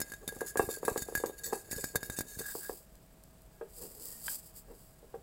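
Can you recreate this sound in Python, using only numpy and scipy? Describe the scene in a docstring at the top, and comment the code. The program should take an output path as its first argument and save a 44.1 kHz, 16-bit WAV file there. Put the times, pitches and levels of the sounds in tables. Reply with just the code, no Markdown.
"""Fingernails tap and scratch a hollow plastic bottle right next to an earphone microphone in a small room.
Nails ring the thin wall, duller finger knocks ring its low modes and reach the room, and the holding
hand thumps softly. Later a fingertip squeaks on the wall, the tapping thins out and something, probably
hair, brushes over the microphone with a fine hiss. Low air noise and a faint hum lie underneath."""
import sys
import numpy as np
from scipy import signal
from scipy.fft import rfft, irfft, next_fast_len
from scipy.io import wavfile
from scipy.ndimage import map_coordinates

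SR = 44100
rng = np.random.default_rng(int(sys.argv[2]) if len(sys.argv) > 2 else 0)


def output_pcm(signal):
    """Save a mono or channel-first signal as 16-bit PCM at the path in sys.argv[1].

    Samples are clipped to [-1, 1] before scaling.
    """
    pcm = np.clip(np.atleast_2d(signal).T, -1, 1) * 32767
    wavfile.write(sys.argv[1], SR, np.round(pcm).astype(np.int16))


N = 230290
T = np.arange(N) / SR
AGE = T[:SR // 4]  # seconds since a hit

# nail taps: start_s, strength_db, wall_tone_db
NAIL_TAPS = [(0.0025, -32.5, -51), (0.0153, -31.5, -41.5), (0.099, -51, -58), (0.1194, -43, -42),
             (0.137, -45.5, -45), (0.2776, -33, -60), (0.289, -39.5, -41.5), (0.408, -40.5, -37.5),
             (0.5726, -32, -34), (0.851, -35, -46.5), (0.88, -37, -56), (0.9765, -33.5, -42),
             (1.0217, -37, -46.5), (1.152, -30.5, -29), (1.176, -37.5, -43), (1.2599, -39, -66),
             (1.53, -41.5, -43), (1.712, -43.5, -68), (1.7297, -37.5, -73), (1.8416, -33.5, -37.5),
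             (1.9562, -30, -44.5), (1.958, -29.5, -31), (2.03, -39.5, -41.5), (2.099, -37.5, -41.5),
             (2.188, -32, -45), (2.2076, -34.5, -41), (2.3935, -42, -56), (2.415, -48, -46)]
# nail strokes: start_s, length_s, treble_db, wall_tone_db
NAIL_STROKES = [(0.042, 0.12, -59, -71), (0.297, 0.33, -53, -62), (0.459, 0.065, -40.5, -49.5),
                (0.568, 0.13, -41.5, -56), (0.686, 0.12, -39, -52.5), (0.841, 0.17, -45.5, -66),
                (0.963, 0.11, -40, -76), (1.066, 0.24, -52, -62), (1.147, 0.11, -44, -65),
                (1.262, 0.062, -48, -67), (1.379, 0.024, -46.5, -60), (1.432, 0.083, -37.5, -56),
                (1.517, 0.13, -45, -56.5), (1.701, 0.1, -47.5, -48.5), (1.711, 0.021, -32.5, -70),
                (1.758, 0.048, -42, -57), (1.789, 0.16, -43, -57.5), (2.039, 0.067, -48.5, -60),
                (2.118, 0.041, -44, -51.5), (2.161, 0.049, -40, -50.5), (2.263, 0.27, -48, -63),
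                (2.384, 0.049, -39.5, -51.5)]
# high modes of the shell: pitch_hz, relative_db
SHELL_MODES = [(3690, 0.5), (4490, 0.5), (4850, -13), (5110, -2.5), (5790, -20), (6260, -5), (6830, 8),
               (7550, -2), (7900, 7), (8560, 6), (10080, 12), (10900, -3.5), (12300, -5), (14000, 9),
               (14900, -22)]
# low modes of the bottle: pitch_hz, relative_db, t60_s
BODY_MODES = [(280, -20, 0.035), (413.5, -6, 0.099), (458.5, 4.5, 0.051), (513.5, 3, 0.034),
              (712, -8.5, 0.083), (789, -5.5, 0.053), (930, -5.5, 0.025), (1106, -6, 0.02),
              (1635, -9.5, 0.045), (2667, -20, 0.13)]


def undb(db):
    """Decibels to gain."""
    return 10 ** (np.asarray(db) / 20)


def unit(x):
    """Scale to rms 1."""
    return x / np.sqrt(np.mean(x ** 2))


def onset_unit(x):
    """Scale a hit so that its first 5 ms have rms 1."""
    return x / np.sqrt(np.mean(x[:SR // 200] ** 2))


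def add(out, start_s, x):
    """Mix x in at start_s."""
    i = max(int(start_s * SR), 0)
    out[i:i + len(x)] += x[:N - i]


def fade(t60_s):
    """Exponential decay, 60 dB down after t60_s."""
    return np.exp(-np.log(1000) * AGE / t60_s)


def colour(x, curve):
    """EQ a sound with a curve of (freq_hz, gain_db) points."""
    hz, db = np.transpose(curve)
    size = next_fast_len(len(x))
    bins_hz = np.maximum(np.fft.rfftfreq(size, 1 / SR), 1)
    gain = undb(np.interp(np.log(bins_hz), np.log(hz), db))
    return irfft(rfft(x, size) * gain, size)[:len(x)]


def band(x, lo_hz, hi_hz, order=2):
    """Causal band-pass."""
    edges_hz = [lo_hz, min(hi_hz, SR / 2 - 1000)]
    return signal.sosfilt(signal.butter(order, edges_hz, "band", fs=SR, output="sos"), x)


def drift(rate_hz):
    """Glide between random values, spread near 1."""
    return np.interp(T * rate_hz, np.arange(2000), rng.standard_normal(2000))


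def wander(x):
    """A changing load on the shell makes its resonances drift a little in pitch."""
    speed = 1 + .016 * drift(60)[:len(x)]
    return map_coordinates(x, [np.cumsum(speed)], order=3)


def slips(per_s, spread_db):
    """Friction: stick-slip impulses of uneven size."""
    size = rng.standard_normal(N) * undb(spread_db * np.minimum(rng.exponential(size=N), 4))
    return unit(size * (rng.random(N) < per_s / SR))


def ring(modes, scatter_db, detune, tilt_db_per_octave=0, polarity=1):
    """Decaying modes; each touch point weights and detunes them anew."""
    hz, db, t60_s = np.transpose(modes)
    weight, shift = rng.standard_normal((2, len(hz)))
    gain = polarity * undb(db + scatter_db * weight + tilt_db_per_octave * np.log2(hz / hz[0]))
    tones = np.sin(2 * np.pi * np.outer(hz * (1 + detune * shift), AGE))
    return gain @ (tones * fade(t60_s[:, None]))


def resonate(push, response):
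    """Drive a resonator whose response is scaled to unit energy."""
    return signal.fftconvolve(push, response / np.linalg.norm(response))[:N]


def shell(crack_db, crack_t60_s, scatter_db):
    """The shell's treble: separate modes, the higher ones shorter, over a crack of dense ones."""
    # spectrum of the dense modes: freq_hz, gain_db
    crack_eq = [(1000, -63), (1700, -4), (2400, -7), (3100, -20), (3700, -15), (4600, -2.5), (5700, -10),
                (7000, 2), (9000, -5.5), (10200, 0.5), (16000, -3.5)]
    modes = [(hz, db, .075 * np.sqrt(SHELL_MODES[0][0] / hz)) for hz, db in SHELL_MODES]
    tones = ring(modes, scatter_db, detune=.012, polarity=rng.choice([-1, 1], len(modes)))
    crack = colour(rng.standard_normal(len(AGE)), crack_eq) * fade(crack_t60_s)
    return onset_unit(tones) + undb(crack_db) * onset_unit(crack)


def wall_tone():
    """The thin wall rings; pitch and mix depend a little on where the fingers press."""
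    # main tone, a close partner and overtones: pitch_hz, relative_db, t60_s
    wall_modes = [(1645, -0.5, 0.12), (1659, -19.5, 0.13), (2043, -28, 0.3), (2460, -29, 0.06),
                  (2930, -32.5, 0.051)]
    return ring(wall_modes, scatter_db=3, detune=.005)


def shove(rise_s):
    """A low thump: one smooth push of the whole bottle toward the microphone."""
    return onset_unit(band(-AGE * np.exp(-AGE / rise_s), 112, 580, order=1))


def nail_taps():
    """Each nail cracks on the shell, rings the wall and shoves the bottle in step with its strength."""
    pressed_from_s = 1.6  # the fingers then stay pressed on: they damp the wall and shove harder
    out = np.zeros(N)
    for start_s, strength_db, wall_db in NAIL_TAPS:
        pressed = start_s > pressed_from_s
        treble = onset_unit(shell(crack_db=2.5, crack_t60_s=0.047, scatter_db=7.5))
        wall = onset_unit(wall_tone() * (fade(t60_s=0.074) if pressed else 1))
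        thump = undb(-1 if pressed else -6) * shove(rise_s=0.00026)
        add(out, start_s, undb(strength_db) * (treble + thump) + undb(wall_db) * wall)
    return out


def grip():
    """The holding hand tenses around each tap and stroke: rumble, a few bumps and a rustle of skin."""
    # the bottle shifts in the hand: start_s, level_db
    bumps = [(0.599, -34), (0.641, -42), (0.679, -40), (0.916, -37.5), (1.02, -43.5), (1.177, -38),
             (1.765, -39.5), (2.097, -42), (2.204, -47), (2.372, -41.5)]
    tense_s, tense_db, rest_db = 0.034, -5, -24.5
    tension = sum(np.exp(-np.abs(T - touch[0]) / tense_s) for touch in NAIL_TAPS + NAIL_STROKES)
    effort = undb(rest_db) + undb(tense_db) * np.sqrt(tension)
    jolts = slips(per_s=250, spread_db=1)
    rumble = unit(colour(jolts, [(20, -7), (55, 7), (130, -3.5), (260, -9), (430, 4), (2500, -39)]))
    skin = slips(per_s=2500, spread_db=2.5) * undb(2.5 * drift(40))
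    rustle = wander(resonate(skin, shell(crack_db=4, crack_t60_s=.03, scatter_db=2)))
    wall = resonate(skin, wall_tone())
    out = effort * (undb(-59) * rumble + undb(-57) * rustle + undb(-62.5) * wall)
    for start_s, level_db in bumps:
        add(out, start_s, undb(level_db) * shove(rise_s=0.0022))
    return out


def room_tone():
    """Low steady air noise with a faint hum, probably the ceiling fan."""
    # spectrum of the air noise: freq_hz, gain_db
    air_eq = [(20, -6), (44, 7.5), (75, -6.5), (170, -2.5), (260, -11.5), (650, -15), (1000, -20),
              (2000, -27), (16000, -36.5)]
    air = unit(colour(rng.standard_normal(N), air_eq)) * undb(-59 + 0.1 * drift(3.7))
    hum = undb(-69.5 + 0.5 * drift(5.8)) * np.sin(2 * np.pi * 644 * T)
    return air + hum


def scratches():
    """Nails slide over the plastic; their slips ring shell and wall, louder as they move faster."""
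    rise_share, loudness_power = 0.08, 1.08
    out = np.zeros(N)
    friction = slips(per_s=3500, spread_db=2.4) * undb(1.9 * drift(200))
    for start_s, length_s, treble_db, wall_db in NAIL_STROKES:
        span = (T >= start_s) & (T < start_s + length_s)
        progress = (T[span] - start_s) / length_s
        # the nail speeds up quickly and slows down in a smooth arc
        speed = np.sin(np.interp(progress, [0, rise_share, 1], [0, np.pi / 2, 0]))
        push = friction[span] * speed ** loudness_power
        scrape = resonate(push, shell(crack_db=4, crack_t60_s=.02, scatter_db=3))
        treble = wander(band(scrape, 2200, SR / 2, order=1))
        wall = wander(resonate(push, wall_tone()))
        add(out, start_s, undb(treble_db) * treble + undb(wall_db) * wall)
    return out


def scuffs():
    """A finger pad drags briefly and stirs the bottle's low modes."""
    # soft drags: middle_s, half_length_s, level_db
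    drags = [(0.231, 0.01, -43), (0.325, 0.0031, -42), (0.366, 0.0026, -34), (1.483, 0.032, -48.5),
             (1.786, 0.01, -41.5), (2.408, 0.008, -45), (3.837, 0.021, -43), (4, 0.13, -58.5),
             (4.713, 0.018, -45)]
    pressure = sum(undb(db) * np.exp(-np.abs(T - middle_s) / half_s) for middle_s, half_s, db in drags)
    push = pressure * slips(per_s=1500, spread_db=2.5)
    return resonate(push, ring(BODY_MODES, scatter_db=3, detune=0, tilt_db_per_octave=-3))


def knocks():
    """Dull knocks of a finger pad: low modes over a thud, an echo off a near surface, then the room."""
    # finger knocks: start_s, level_db
    hits = [(0.416, -29.5), (0.5568, -29), (0.5953, -19), (0.689, -30.5), (0.771, -42), (0.8306, -32.5),
            (0.877, -39), (0.881, -22), (0.96, -28.5), (1.086, -36), (1.124, -41), (1.2, -40),
            (1.2379, -25.5), (1.296, -38), (1.5258, -31.5), (1.5306, -26), (1.949, -36.5), (2.552, -35),
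            (2.6953, -32), (3.611, -38), (5.028, -53), (5.1405, -39)]
    # spectrum of the thud's dense, damped modes: freq_hz, gain_db
    thud_eq = [(250, -18), (430, 0), (620, -2), (1100, -10.5), (6000, -42)]
    usual_db, tilt_per_db = -32, 0.53
    echo_s, echo_db = 0.013, -24.5
    far_from_s, far_rise_s = 3.0, 0.002
    near, far = np.zeros((2, N))
    for start_s, level_db in hits:
        tilt = tilt_per_db * (level_db - usual_db)  # a firmer knock is brighter
        modes = ring(BODY_MODES, scatter_db=2.5, detune=0.012, tilt_db_per_octave=tilt)
        wash = unit(colour(rng.standard_normal(len(AGE)), thud_eq))
        # the soft pad rounds off the attack
        thud = wash * fade(0.073) * (1 - fade(0.015))
        knock = onset_unit(band(modes, 274, 1700, order=3)) + undb(-11) * thud
        bus = near
        if start_s > far_from_s:  # farther off: slower attack, less bass, more room
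            bus = far
            attack = 1 - np.exp(-AGE / far_rise_s)
            knock = onset_unit(band(knock * attack, 410, 4000))
        add(bus, start_s, undb(level_db) * knock)
        add(bus, start_s + echo_s, undb(level_db + echo_db) * knock)
    return room(near, wet_db=-5) + room(far, wet_db=-1.5)


def squeaks():
    """Skin sticks and slips on the wall, keeping its tone and the lowest shell mode ringing."""
    # fingertip drags, each pitched by its pressure: middle_s, half_length_s, pitch_hz, level_db
    drags = [(2.456, 0.026, 1650, -49), (2.501, 0.021, 1653, -45.5), (2.653, 0.048, 1636, -53.5),
             (4.13, 0.069, 1870, -70.5)]
    shell_tone = undb(-14) * np.sin(2 * np.pi * SHELL_MODES[0][0] * AGE)
    out = np.zeros(N)
    for middle_s, half_s, pitch_hz, level_db in drags:
        swell = undb(level_db) * np.exp(-((T - middle_s) / half_s) ** 2)
        tones = np.sin(2 * np.pi * pitch_hz * AGE) + shell_tone
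        out += resonate(swell * slips(per_s=900, spread_db=0), tones * fade(t60_s=0.059))
    return out


def brushing():
    """Fine strands slip over the microphone housing and hiss in its cavities, swelling with each sweep."""
    # sweeps of hair: middle_s, half_length_s, level_db
    sweeps = [(2.524, 0.078, -40), (2.623, 0.069, -43), (2.727, 0.082, -47.5), (3.829, 0.095, -46.5),
              (3.97, 0.052, -54.5), (4.077, 0.09, -43.5), (4.215, 0.072, -50), (4.312, 0.067, -35.5),
              (4.465, 0.041, -51.5), (4.581, 0.035, -50.5), (4.81, 0.12, -59.5)]
    # spectrum of hair on the housing: freq_hz, gain_db
    hair_eq = [(450, -12), (1000, -12.5), (2200, -18), (4000, -13.5), (4850, 0.5), (5700, -10.5),
               (6400, -9), (7800, 5), (9400, -1.5), (12000, 1), (16000, 1)]
    bell_shape, rest_db = 2.14, -67.5  # shape 2 has a round top, 1 a pointed one
    power = sum(undb(db) ** 2 * np.exp(-2 * np.abs((T - middle_s) / half_s) ** bell_shape)
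                for middle_s, half_s, db in sweeps)
    level_db = 10 * np.log10(power + undb(rest_db) ** 2) + 1.9 * drift(90)
    hiss = slips(per_s=9000, spread_db=-0.1)
    crackle = undb(-7) * slips(per_s=450, spread_db=1.5)  # single strands catch and let go
    return unit(colour(hiss + crackle, hair_eq)) * undb(level_db)


def ticks():
    """Lone small ticks among the brushing, each a short burst of bright noise."""
    # noise bursts: start_s, level_db, centre_hz
    bursts = [(2.711, -52, 9200), (2.954, -59.5, 9050), (3.2373, -55.5, 10400), (3.419, -60, 12000),
              (4.056, -41, 12600)]
    half_width_hz = 5150
    out = np.zeros(N)
    for start_s, level_db, centre_hz in bursts:
        burst = rng.standard_normal(len(AGE)) * fade(t60_s=0.012)
        tick = band(burst, centre_hz - half_width_hz, centre_hz + half_width_hz)
        add(out, start_s, undb(level_db) * onset_unit(tick))
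    return out


def snap(start_s, level_db):
    """One woody snap: a few midrange modes that die fast."""
    # modes of the snap: pitch_hz, relative_db, t60_s
    snap_modes = [(975, 2, 0.047), (1620, 2, 0.025), (1830, 3, 0.01), (2370, 3, 0.0096), (3100, -3, 0.019)]
    out = np.zeros(N)
    tones = band(ring(snap_modes, scatter_db=3.5, detune=0), 1070, 6000)
    add(out, start_s, undb(level_db) * onset_unit(tones))
    return out


def room(x, wet_db):
    """A small room: close reflections and a short tail that is duller than the direct sound."""
    tail_t60_s, early_t60_s, predelay_s = 0.22, 0.024, 0.006
    # tone of the reflections: freq_hz, gain_db
    room_eq = [(100, -1.5), (450, -3.5), (1000, -7), (3000, -8), (14000, -19)]
    decay = (fade(tail_t60_s) + undb(-17) * fade(early_t60_s)) * (AGE > predelay_s)
    tail = colour(rng.standard_normal(len(AGE)), room_eq) * decay
    return x + undb(wet_db) * signal.fftconvolve(x, tail / np.linalg.norm(decay))[:N]


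def scene():
    """The bottle is close and nearly dry; the knocks fill the room most."""
    bottle = room(nail_taps() + scratches() + squeaks(), wet_db=-10.5)
    small_sounds = room(scuffs() + ticks() + snap(start_s=4.2818, level_db=-34.5), wet_db=-10)
    return (bottle + small_sounds + knocks() + grip() + brushing() + room_tone())[None]


def record(dry):
    """A steep low-pass cuts the very top."""
    top_hz = 15800
    return signal.sosfilt(signal.ellip(10, .2, 75, top_hz, fs=SR, output="sos"), dry)


dry = scene()
out = record(dry)
output_pcm(out)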